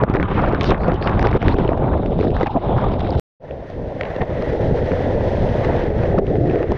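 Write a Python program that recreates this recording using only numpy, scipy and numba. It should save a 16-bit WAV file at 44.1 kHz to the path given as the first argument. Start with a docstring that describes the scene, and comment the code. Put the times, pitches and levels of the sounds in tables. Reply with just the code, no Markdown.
"""For 3.2 s a small waterproof camera is held in a waterfall: coloured noise gives the muffled roar and the
buffeting of spray and draught, a noise-driven resonance the boom of the water film over the microphone port,
gliding resonances the rushing sheets, fizzes and ringing tails of knocks, struck resonances the cracking drops.
After 0.2 s of silence the pool beside the fall fades in, made by the same means with a roar of its own,
fewer chance drops and a film boom that shivers less in pitch."""
import sys
import numpy as np
from scipy import signal
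from scipy.fft import rfft, irfft, next_fast_len
from scipy.io import wavfile
from scipy.ndimage import uniform_filter1d
from numba import njit

SR = 44100
rng = np.random.default_rng(int(sys.argv[2]) if len(sys.argv) > 2 else 0)


def nominal_scale(level):
    """Amplitude ratio for a level in decibels (scalar or array-like)."""
    x = np.asarray(level, float) / 20
    return 10 ** x


def transcribe(signal):
    """Save signal, clipped to [-1, 1], as a 16-bit WAV file at the path in sys.argv[1]."""
    frames = np.atleast_2d(signal).T
    limited = np.clip(frames, -1, 1)
    pcm = np.round(limited * 32767).astype(np.int16)
    wavfile.write(sys.argv[1], SR, pcm)


N = 298557
CUT_S, RESUME_S = 3.197, 3.398   # end of the shot under the fall, start of the shot beside it


def per_shot(pair):
    """Piecewise-constant parameter: the first value under the fall, the second beside it."""
    return np.where(np.arange(N) / SR < CUT_S, *pair)


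def rms_one(x):
    """Power normalisation: scale to rms 1."""
    return x / np.sqrt(np.mean(x ** 2) + 1e-20)


def drift(rate_hz):
    """Low-pass random process: noise through two equal poles at rate_hz, scaled to spread 1."""
    pole = np.exp(-80 * np.pi * rate_hz / SR)   # computed at every 40th sample
    noise = rng.standard_normal(N // 40 + 2002)
    slow = signal.lfilter([1], [1, -2 * pole, pole * pole], noise)[2000:]
    return np.interp(np.arange(N) / 40, np.arange(len(slow)), rms_one(slow - slow.mean()))


def banded_noise(spectrum, levels, shared_db, own_db, rate_hz):
    """Spectral shaping: noise in overlapping half-octave steps whose levels flicker together and alone.
    Levels are (low Hz, high Hz, dB curve): the first rules below 2 kHz, the last above 4 kHz."""
    hz, db = np.transpose(spectrum)
    size = next_fast_len(N)
    octave = np.log2(np.arange(size // 2 + 1) * SR / size + 1)
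    colour = nominal_scale(np.interp(octave, np.log2(hz), db, left=-150, right=-150))
    noise = rfft(rng.standard_normal(size)) * colour
    gains_db = []
    for low, high, curve in levels:
        bins = (octave > np.log2(low)) & (octave < np.log2(high))
        power = 2 * np.sum(np.abs(noise[bins]) ** 2) / size ** 2
        gains_db.append(curve - 10 * np.log10(power))
    together, out = drift(rate_hz), 0
    for centre in np.arange(np.log2(hz[0]), np.log2(hz[-1]) + .5, .5):
        share = np.cos(np.pi * np.clip(octave - centre, -.5, .5)) ** 2
        upper = np.clip(centre - np.log2(2000), 0, 1)
        flicker_db = shared_db * together + own_db * drift(rate_hz)
        gain_db = (1 - upper) * gains_db[0] + upper * gains_db[-1] + flicker_db
        out = out + irfft(noise * share, size)[:N] * nominal_scale(gain_db)
    return out


@njit
def moving_resonance(x, hz, q, sr):
    """State-variable resonator: a band-pass whose centre moves sample by sample."""
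    out, low, band = np.zeros(len(x)), 0., 0.
    for i in range(len(x)):
        f = 2 * np.sin(np.pi * hz[i] / sr)
        low += f * band
        band += f * (x[i] - low - band / q[i])
        out[i] = band
    return out


def resonate_twice(x, hz, q):
    """Cascaded resonance: two equal moving resonators in series give steeper skirts."""
    return moving_resonance(moving_resonance(x, hz, q, SR), hz, q, SR)


def ring(clicks, hz, cycles):
    """Damped free oscillation: a unit click starts a sine of height 1, dying 60 dB in so many cycles."""
    r, w = nominal_scale(-60 * hz / (cycles * SR)), 2 * np.pi * hz / SR
    return signal.lfilter([0, np.sin(w)], [1, -2 * r * np.cos(w), r * r], clicks + 1e-18)


def ring_twice(x, hz, cycles):
    """Cascaded damped oscillation: the second resonator makes the onset swell."""
    return ring(ring(x, hz, cycles), hz, cycles)


def housing(x):
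    """Transmission loss: knocks reach the capsule dulled by the shell, with a dip where the port cancels."""
    x = signal.sosfilt(signal.butter(3, 5200, fs=SR, output="sos"), x)
    return signal.lfilter(*signal.iirnotch(8000, 1.5, SR), x)


def bumps(rows, shape):
    """Superposition: sum over events of shape(time since start, length) times each dB column."""
    t = np.arange(N) / SR
    return sum(np.outer(dbs, shape(t - s, length)) for s, length, *dbs in rows)


# slow course of the water in each shot: (time [s], water on the port [dB], film resonance [Hz],
# roar body [dB], spray against the body [dB])
FLOW_COURSE = [
    [(0.0, -22, 427, -34.5, -28), (0.3, -20, 427, -33, -19), (0.52, -18, 450, -29.5, -31),
     (0.62, -18.5, 416, -36.5, -3.5), (0.72, -13.5, 418, -31, -12), (0.78, -21, 482, -37.5, -24),
     (0.95, -16.5, 488, -34, -21), (1.5, -21, 493, -36, -7.5), (1.75, -19.5, 536, -43.5, -9),
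     (1.9, -17.5, 535, -36, -25), (2.1, -18.5, 417, -50, -3), (2.3, -15, 401, -45.5, 1.5),
     (2.37, -21, 627, -48, -5), (2.5, -26, 713, -50, 3), (2.62, -19, 453, -45.5, -5.5),
     (2.84, -21.5, 617, -36, -16.5), (2.95, -23.5, 490, -43, -5), (3.197, -21, 442, -45.5, 3)],
    [(3.398, -32.5, 538, -53, -13), (3.97, -26, 532, -46.5, -11), (4.05, -31, 578, -39.5, -16.5),
     (4.35, -25, 518.7, -38.5, -14.5), (4.6, -20.5, 428, -36.5, -13.5), (4.85, -21, 508, -37, -11.5),
     (5.15, -19.5, 474, -37, -12.5), (5.5, -18.5, 523, -38.5, -10), (5.78, -18.5, 492, -32.5, -16),
     (5.93, -21, 456, -41.5, -15), (6.04, -19.5, 489, -35, -14.5), (6.14, -16.5, 430, -41, -16.5),
     (6.4, -19.5, 370, -43, -11), (6.58, -19, 377, -36.5, -19), (6.77, -24, 453, -38, -16)],
]


def flow():
    """Quasi-steady flow: the table's columns as curves, corners rounded over 6 ms."""
    s, *columns = np.transpose(FLOW_COURSE[0] + FLOW_COURSE[1])
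    return [uniform_filter1d(np.interp(np.arange(N) / SR, s, c), size=265) for c in columns]


def gush(t, length):
    """Trapezoidal envelope: quick rise, hold, quick fall, each edge 25 ms and centred on its time."""
    return np.clip(np.minimum(t, length - t) / .025 + .5, 0, 1)


# gushes over the camera, a negative rise being a fall:
# (time [s], length [s], rise at the port [dB], rise of the roar body [dB])
GUSH_EVENTS = [(0.025, 0.022, 10.5, -1), (0.1, 0.12, 2.5, 0), (0.6, 0.08, -2.5, 1.5),
               (0.84, 0.07, 2.5, 3.5), (1.015, 0.1, -3.5, 2.5), (1.2, 0.097, 3.5, -0.5),
               (1.33, 0.066, 5.5, 1), (1.44, 0.054, 5.5, 2), (2.19, 0.068, -2.5, 4), (2.35, 0.1, 2.5, 4.5),
               (2.55, 0.022, 8, -3), (3.04, 0.09, 1, 3.5), (4.212, 0.014, 14.5, -5), (4.54, 0.22, 2, -3.5),
               (5.63, 0.027, -1, 4), (6.7, 0.025, 6.5, 4)]


def gushes():
    """Level modulation: each gush raises or lowers the port level and the roar."""
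    return bumps(GUSH_EVENTS, gush)


def sudden_dip(t, length):
    """Sawtooth envelope: sudden fall in 9 ms, steady return."""
    fall_s = 0.009
    return np.clip(np.minimum(t / fall_s, 1 - (t - fall_s) / length), 0, 1)


# sudden dips in level that come back, many just after a loud drop, a negative drop being a rise: # (time [s],
# return [s], drop at the port [dB], drop of the roar [dB])
DIP_EVENTS = [(0.046, 0.026, 9, 14), (0.172, .012, 0, 0), (0.255, 0.034, 7, 9.5), (0.56, 0.029, 7, 4),
              (0.75, 0.044, 7.5, 1), (0.95, 0.094, 15, 8), (1.11, 0.063, 8, -5), (1.372, 0.05, 12, 19),
              (1.546, 0.035, -1.5, 14), (1.72, 0.099, 5, 3), (2.285, 0.06, 3.5, 10), (2.48, 0.05, 5, 0),
              (2.585, 0.053, 11, 5.5), (3.5, 0.051, -5, -3), (3.66, 0.13, 6.5, -3), (3.93, 0.093, 4, 3),
              (4.235, 0.088, 3, 6), (4.79, 0.092, 0.5, 2.5), (5.15, 0.088, -1, 4.5), (6.195, 0.076, 8, 12),
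              (6.37, 0.11, -1.5, 5), (6.64, 0.095, 3.5, 6)]


def dips():
    """Level modulation: port and roar change at once, then recover."""
    return bumps(DIP_EVENTS, sudden_dip)


# tears of the film, a negative drop being a swell: (time [s], return [s], drop of the boom [dB])
TEAR_EVENTS = [(0.0, 0.12, -5), (0.045, 0.019, 9), (0.215, 0.13, 8), (1.28, 0.087, 22), (1.375, 0.057, 4),
               (1.69, 0.12, -7), (2.44, 0.024, 11), (2.68, 0.49, -3.5), (4.0, 0.56, -6), (6.245, 0.028, 14),
               (6.75, .05, 12)]


def tears():
    """Loss of tension: the torn film booms less until it closes again."""
    return bumps(TEAR_EVENTS, sudden_dip)[0]


# roar heard through the wet housing, under and beside the fall: (frequency [Hz], relative density [dB])
UNDER_SPECTRUM = [(550, -14), (800, -1.5), (1200, -4), (2000, -16.5), (2700, -21), (3700, -23.5),
                  (4400, -38.5), (5400, -43.5), (6500, -61), (8000, -64.5), (10000, -81), (13000, -87),
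                  (16000, -100)]
BESIDE_SPECTRUM = [(600, -17), (800, -7), (1250, -10.5), (1600, -9), (1920, -5.5), (2300, -15),
                   (2900, -17.5), (3300, -15.5), (4800, -24.5), (6000, -28.5), (7200, -40), (8100, -50),
                   (9200, -44.5), (11000, -44.5), (12500, -54), (14500, -74)]


def roar(body_db, spray_db):
    """Broadband turbulence noise: each shot has its spectrum, body and spray set its low and high parts."""
    levels = [(1200, 2600, body_db), (3000, 6500, spray_db)]
    under = banded_noise(UNDER_SPECTRUM, levels, 3.3, 2.2, rate_hz=35.0)
    beside = banded_noise(BESIDE_SPECTRUM, levels, 1.0, 0.89, rate_hz=31.0)
    return per_shot((under, beside))


def spatter(spray_db):
    """Shot noise: small drops land in clumps, each a noise puff that swells and stops in its own resonance."""
    per_s = per_shot((160, 110))   # rate before clumping
    level_db = spray_db + per_shot((3, -2))
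    sizes = nominal_scale(4.8 * np.minimum(rng.exponential(1, N), 2.4))
    # time runs backwards here, so that the decaying puffs come out swelling
    born = rng.random(N) < per_s[::-1] * nominal_scale(3.0 * drift(9)) / SR
    pitches, dealt = np.geomspace(900, 5500, 10), rng.integers(0, 10, N)
    spread, noise, out = np.exp(-1 / (0.0021 * SR)), rng.standard_normal(N), 0
    for k, hz in enumerate(pitches):
        swell = signal.lfilter([1], [1, -spread], sizes * born * (dealt == k) + 1e-18)[::-1]
        out = out + ring_twice(noise * swell, hz, 5.0) * (1000 / hz) ** .4
    return nominal_scale(level_db) * rms_one(housing(out))


# buffeting of the port by spray and draught: (frequency [Hz], relative density [dB])
BUFFET_SPECTRUM = [(8.8, -38.5), (15, -3.5), (48, -1.5), (108, -0.5), (216, -7), (400, -13), (520, -36),
                   (880, -120)]


def buffet(water_db):
    """Turbulent pressure fluctuation: flickering low noise as spray and draught strike the port."""
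    level_db = water_db + per_shot((0.5, -1.0))
    return banded_noise(BUFFET_SPECTRUM, [(28, 230, level_db)], 2.0, 1.9, rate_hz=12.0)


def film(water_db, torn_db, hz):
    """Loaded-membrane resonance: the film over the port booms, its pitch shivering as water runs across."""
    q, wobble_octaves, lumps_db = per_shot((0.95, 1.69)), per_shot((.14, .07)), per_shot((3.5, 2))
    level_db = water_db + per_shot((-4.0, 0.04)) - torn_db
    # top of the boom: follows the resonance under the fall, steady beside it
    cut_hz = per_shot((2.06 * hz, 845))
    hz = np.clip(hz * 2 ** (wobble_octaves * drift(37)), 150, 1600)
    push = rng.standard_normal(N) * nominal_scale(lumps_db * drift(48))
    boom = resonate_twice(push, hz, q) / np.sqrt(hz * q ** 3)
    upper_hz, upper_q = 1.902 * hz, 2 * q   # second mode
    upper = resonate_twice(push, upper_hz, upper_q) / np.sqrt(upper_hz * upper_q ** 3)
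    both = boom - nominal_scale(-11) * upper
    # crossfade between low-passes a quarter octave apart
    step, out = np.clip(4 * np.log2(cut_hz / 700), 0, 5), 0
    for k in range(6):
        low_pass = signal.butter(3, 700 * 2 ** (k / 4), fs=SR, output="sos")
        out = out + np.clip(1 - np.abs(step - k), 0, 1) * signal.sosfiltfilt(low_pass, both)
    return nominal_scale(level_db) * rms_one(out)


def glides(rows, sharpness):
    """Time-varying resonance: lumpy noise whose pitch glides and shivers from a first to a last value."""
    out, noise = np.zeros(N), rng.standard_normal(N) * nominal_scale(2.1 * drift(55))
    shiver = 2 ** (0.03 * drift(40))
    for s, length, first_hz, last_hz, db in rows:
        at, size = round(s * SR), round(length * SR)
        hz = np.geomspace(first_hz, last_hz, size) * shiver[at:at + size]
        tone = resonate_twice(noise[at:at + size], hz, np.full(size, sharpness))
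        out[at:at + size] += nominal_scale(db) * rms_one(tone) * signal.windows.tukey(size, .6)
    return housing(out)


# sheets of water rushing over the shell:
# (time [s], length [s], first pitch [Hz], last pitch [Hz], relative level [dB])
SHEET_EVENTS = [(0.27, 0.28, 1900, 2200, -37.5), (0.643, 0.075, 4300, 3260, -33)]


def sheets():
    """Broad flow resonance: each sheet is a gliding rush of low sharpness."""
    return glides(SHEET_EVENTS, 1.8)


# gliding resonant sounds, the fizz of air pockets and the ringing tails of hard knocks:
# (time [s], length [s], first pitch [Hz], last pitch [Hz], relative level [dB])
RESONANT_GLIDES = [(0.695, 0.028, 3640, 1780, -40), (0.777, 0.11, 4200, 4400, -52.5),
                   (0.936, 0.037, 2900, 2840, -40.5), (1, 0.083, 4000, 4760, -41.5),
                   (1.124, 0.066, 4000, 4360, -57), (1.19, 0.048, 4900, 5300, -49),
                   (1.275, 0.044, 3300, 3230, -58), (1.495, 0.047, 3700, 4280, -42.5),
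                   (1.5, 0.034, 3100, 2400, -45), (1.515, 0.037, 850, 1150, -25),
                   (1.55, 0.02, 2500, 2450, -45), (1.466, 0.049, 7000, 6300, -66),
                   (1.788, 0.31, 3700, 3480, -54.5), (2.17, 0.14, 4390, 3720, -59),
                   (2.35, 0.019, 3840, 3500, -44), (2.42, 0.028, 2050, 1900, -36),
                   (2.456, 0.028, 2500, 2400, -34.5), (2.456, 0.02, 1750, 1660, -32),
                   (2.454, .03, 900, 720, -19.5), (2.497, .03, 2800, 2800, -48),
                   (2.554, 0.036, 790, 610, -19), (2.487, 0.045, 840, 796, -26),
                   (2.596, 0.35, 3320, 3370, -47), (3.013, 0.1, 3400, 3930, -50),
                   (4.205, 0.021, 1900, 1980, -26.5), (4.211, 0.022, 920, 645, -28.5),
                   (6.177, 0.028, 1550, 520, -25)]


def fizzes_and_tails():
    """Gliding resonance: fizz of air pockets and ringing tails of hard knocks, sharper than the sheets."""
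    return glides(RESONANT_GLIDES, 5.5)


def drops(rows):
    """Impact excitation: each drop is a sharp tick, a short wet housing crack and a rough film thud."""
    out, t = np.zeros(N + 2048), np.arange(2048) / SR
    chance = rng.random((len(rows), 2))
    puffs = rng.standard_normal((len(rows), 2048))
    for (s, db, hz, tick_db, thud_db), (low, top), puff in zip(rows, chance, puffs):
        crack_push = puff * (1 - np.exp(-t / 0.00035)) * np.exp(-t / 0.0012)
        crack = ring_twice(crack_push, hz, 2.5)
        tick_push = puff[::-1] * t * np.exp(-t / .0005)
        tick = np.diff(ring(tick_push, 3600 * 2 ** (.4 * top), 3.0), prepend=0)
        thud = ring_twice(puff * np.exp(-t / .003), 350 * 2 ** (1.18 * low), 2.5)
        # peak levels ahead of the housing
        parts = [(db + 3.0, crack), (tick_db + 8.5, tick), (thud_db + 0.36, thud)]
        at = max(round(s * SR), 0)
        out[at:at + 2048] += sum(nominal_scale(peak_db) * part / np.abs(part).max() for peak_db, part in parts)
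    return housing(out[:N])


def patter(body_db, gush_db):
    """Random arrivals: middling drops land by chance between the big ones, thicker in a gush."""
    per_s = per_shot((30, 6)) * nominal_scale(3.5 * gush_db)   # 3.5 dB of rate per dB of gush
    at = np.flatnonzero(rng.random(N) < per_s / SR)
    crack_db = (body_db + per_shot((3.5, 2.5)))[at, None]
    # crack, tick and thud columns, each with its own chance spread
    db = crack_db + 4.5 * rng.standard_normal((len(at), 3)) + [0, -18, 5]
    hz = per_shot((1700, 1900))[at] * 2 ** rng.uniform(-0.73, 0.55, len(at))
    return drops(np.column_stack([at / SR, db[:, 0], hz, db[:, 1:]]))


# big drops on the housing:
# (time [s], relative crack level [dB], crack pitch [Hz], relative tick level [dB], relative thud level [dB])
BIG_DROPS = [(0.036, -12, 1560, -29, -7), (0.0979, -32, 1940, -39, -3), (0.1392, -21.5, 2200, -32, -20),
             (0.1494, -15, 1780, -43.5, -5.5), (0.1577, -23, 2240, -34, -19), (0.1673, -15, 1640, -40, -27),
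             (0.1986, -11, 1400, -43, -6), (0.2075, -27, 1400, -45, -19.5), (0.2145, -18, 1430, -50, -31),
             (0.2279, -11.5, 1950, -33.5, -36), (0.4738, -20, 1460, -46.5, -15),
             (0.4881, -21, 1630, -39, -18), (0.5247, -23, 2440, -41, -20), (0.5326, -22, 1590, -47, -7),
             (0.5472, -11.5, 1530, -33, -13.5), (0.61, -14, 2530, -19.5, -17),
             (0.632, -31, 3480, -23.5, -14), (0.6426, -14, 1940, -19, -16), (0.7057, -18, 2100, -25, -10),
             (0.7188, -13.5, 1710, -47.5, -2.5), (0.745, -14.5, 1600, -51.5, -19),
             (0.882, -31, 2090, -39.5, -6), (0.9179, -20, 2200, -40, -10), (0.9337, -35, 1770, -39, -24),
             (0.9414, -33.5, 1930, -35.5, -14), (0.9581, -33, 2090, -56, -15),
             (1.0245, -17, 2440, -30, -21), (1.073, -12, 2560, -40, -21), (1.0941, -24, 2680, -39, -16.5),
             (1.1934, -13.5, 1750, -26, -14), (1.2267, -15.5, 1830, -26.5, -27),
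             (1.2593, -32, 2690, -38, -7), (1.2696, -13.5, 2420, -28.5, -24), (1.3132, -32, 2140, -36, -9),
             (1.3283, -16.5, 1840, -52, -26), (1.3504, -22, 1770, -44, -4), (1.3601, -18, 1480, -42, -7),
             (1.4177, -21.5, 2340, -42, -24), (1.4266, -14, 1810, -33, -11.5),
             (1.4817, -10.5, 2010, -30, -12), (1.49, -21, 1960, -33, -17), (1.5422, -18, 1560, -36, -5.5),
             (1.5848, -19, 1500, -37, -3.5), (1.6481, -25, 2220, -48, -5), (1.6771, -24, 2480, -49, -24),
             (1.6902, -18, 1830, -53, -3.5), (1.7315, -19.5, 1510, -50, -15), (1.7739, -31, 1520, -44, -18),
             (1.7969, -32, 1740, -51, -25), (2.0315, -26, 1350, -49, -16), (2.06, -27, 2470, -42, -26.5),
             (2.107, -33, 1630, -45, -27), (2.1895, -23, 1660, -44.5, -8.5), (2.2, -26, 2150, -41, -9),
             (2.2098, -24, 3220, -39, -7), (2.2285, -20, 1400, -56, -28), (2.2394, -35, 2490, -38, -22),
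             (2.2488, -34.5, 3470, -42, -9), (2.2699, -23, 1640, -47, -29), (2.3043, -31, 3090, -48, -30),
             (2.3147, -35, 3060, -45, -11), (2.3655, -20, 1830, -37, -20), (2.3989, -24, 1490, -38.5, -15),
             (2.4095, -19, 1910, -39, -6.5), (2.4303, -21, 1570, -32, -5), (2.4604, -27, 1630, -40, -20),
             (2.4689, -34, 1790, -32.5, -28), (2.5619, -31, 1540, -53, -10.5),
             (2.7757, -34, 2520, -40, -29), (2.829, -28.5, 1550, -49, -20),
             (2.843, -33, 1760, -39.5, -14.5), (2.9181, -31, 2580, -60.5, -13),
             (2.9378, -31.5, 2760, -51, -10), (2.994, -31, 2010, -38, -21), (3.01, -33.5, 2540, -45, -28),
             (3.0315, -28, 1350, -55, -14), (3.0465, -27, 1400, -52, -15), (3.1052, -31, 1300, -29, -31),
             (3.1252, -29, 3240, -46, -16), (3.1367, -37, 2420, -45, -34), (3.5088, -30, 1890, -59, -22),
             (3.7001, -31.5, 2050, -43, -19), (4.0102, -10.5, 2300, -33, -33),
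             (4.0332, -18, 2270, -40, -24), (4.0524, -24, 2060, -44, -28), (4.1624, -25, 1830, -42, -13.5),
             (4.2173, -15, 1980, -51, -18), (4.4227, -21.5, 1620, -31, -20), (4.9168, -18, 1910, -50, -17),
             (5.2076, -26.5, 1970, -56, -8.5), (5.6476, -15.5, 1880, -33.5, -8),
             (5.7919, -28, 1830, -38, -12), (5.8373, -33, 1630, -35, -10), (5.8689, -29, 2220, -41, -21.5),
             (6.0345, -23.5, 1660, -36.5, -9), (6.0568, -26.5, 2190, -49, -25.5),
             (6.153, -34, 2250, -49.5, -25), (6.1859, -26, 1490, -33, -4.5),
             (6.2676, -29.5, 2000, -43, -33), (6.3549, -23.5, 1700, -52, -10),
             (6.4974, -23.5, 2100, -45, -34), (6.511, -29, 2120, -42, -20), (6.5571, -26, 2180, -44, -10),
             (6.6282, -20, 1850, -40, -9), (6.719, -25.5, 1890, -29, -7.5)]


def big_drops():
    """Impact excitation: the big drops crack on the housing at their listed times."""
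    return drops(BIG_DROPS)


def scene():
    """Linear superposition: the sources add, with gushes and dips shared by port and roar."""
    water_db, film_hz, roar_db, bright_db = flow()
    port_up, roar_up = gushes()
    port_down, roar_down = dips()
    water_db = water_db + port_up - port_down
    body_db = roar_db + roar_up - roar_down
    spray_db = roar_db + bright_db + 0.57 * roar_up - roar_down   # spray follows a gush less far
    background = roar(body_db, spray_db) + spatter(spray_db)
    port = buffet(water_db) + film(water_db, tears(), film_hz)
    shell = sheets() + fizzes_and_tails() + patter(body_db, roar_up) + big_drops()
    return (background + port + shell)[None]


def top_cut(x):
    """Nothing passes above the cut-off."""
    return signal.sosfilt(signal.butter(12, 15600, fs=SR, output="sos"), x)


def record(dry):
    """Soft saturation rounds peaks; the first shot starts at once, at full level, and stops dead;
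    the second fades in."""
    t = np.arange(N) / SR
    fade_in = np.clip((t - RESUME_S) / .05, 0, 1)
    gate = per_shot((np.minimum(t / 0.002, 1), fade_in))   # a 2 ms edge avoids a click at the start
    mix = gate * 1.395 * np.tanh(dry / 1.618)
    return top_cut(mix)


dry = scene()
out = record(dry)
transcribe(out)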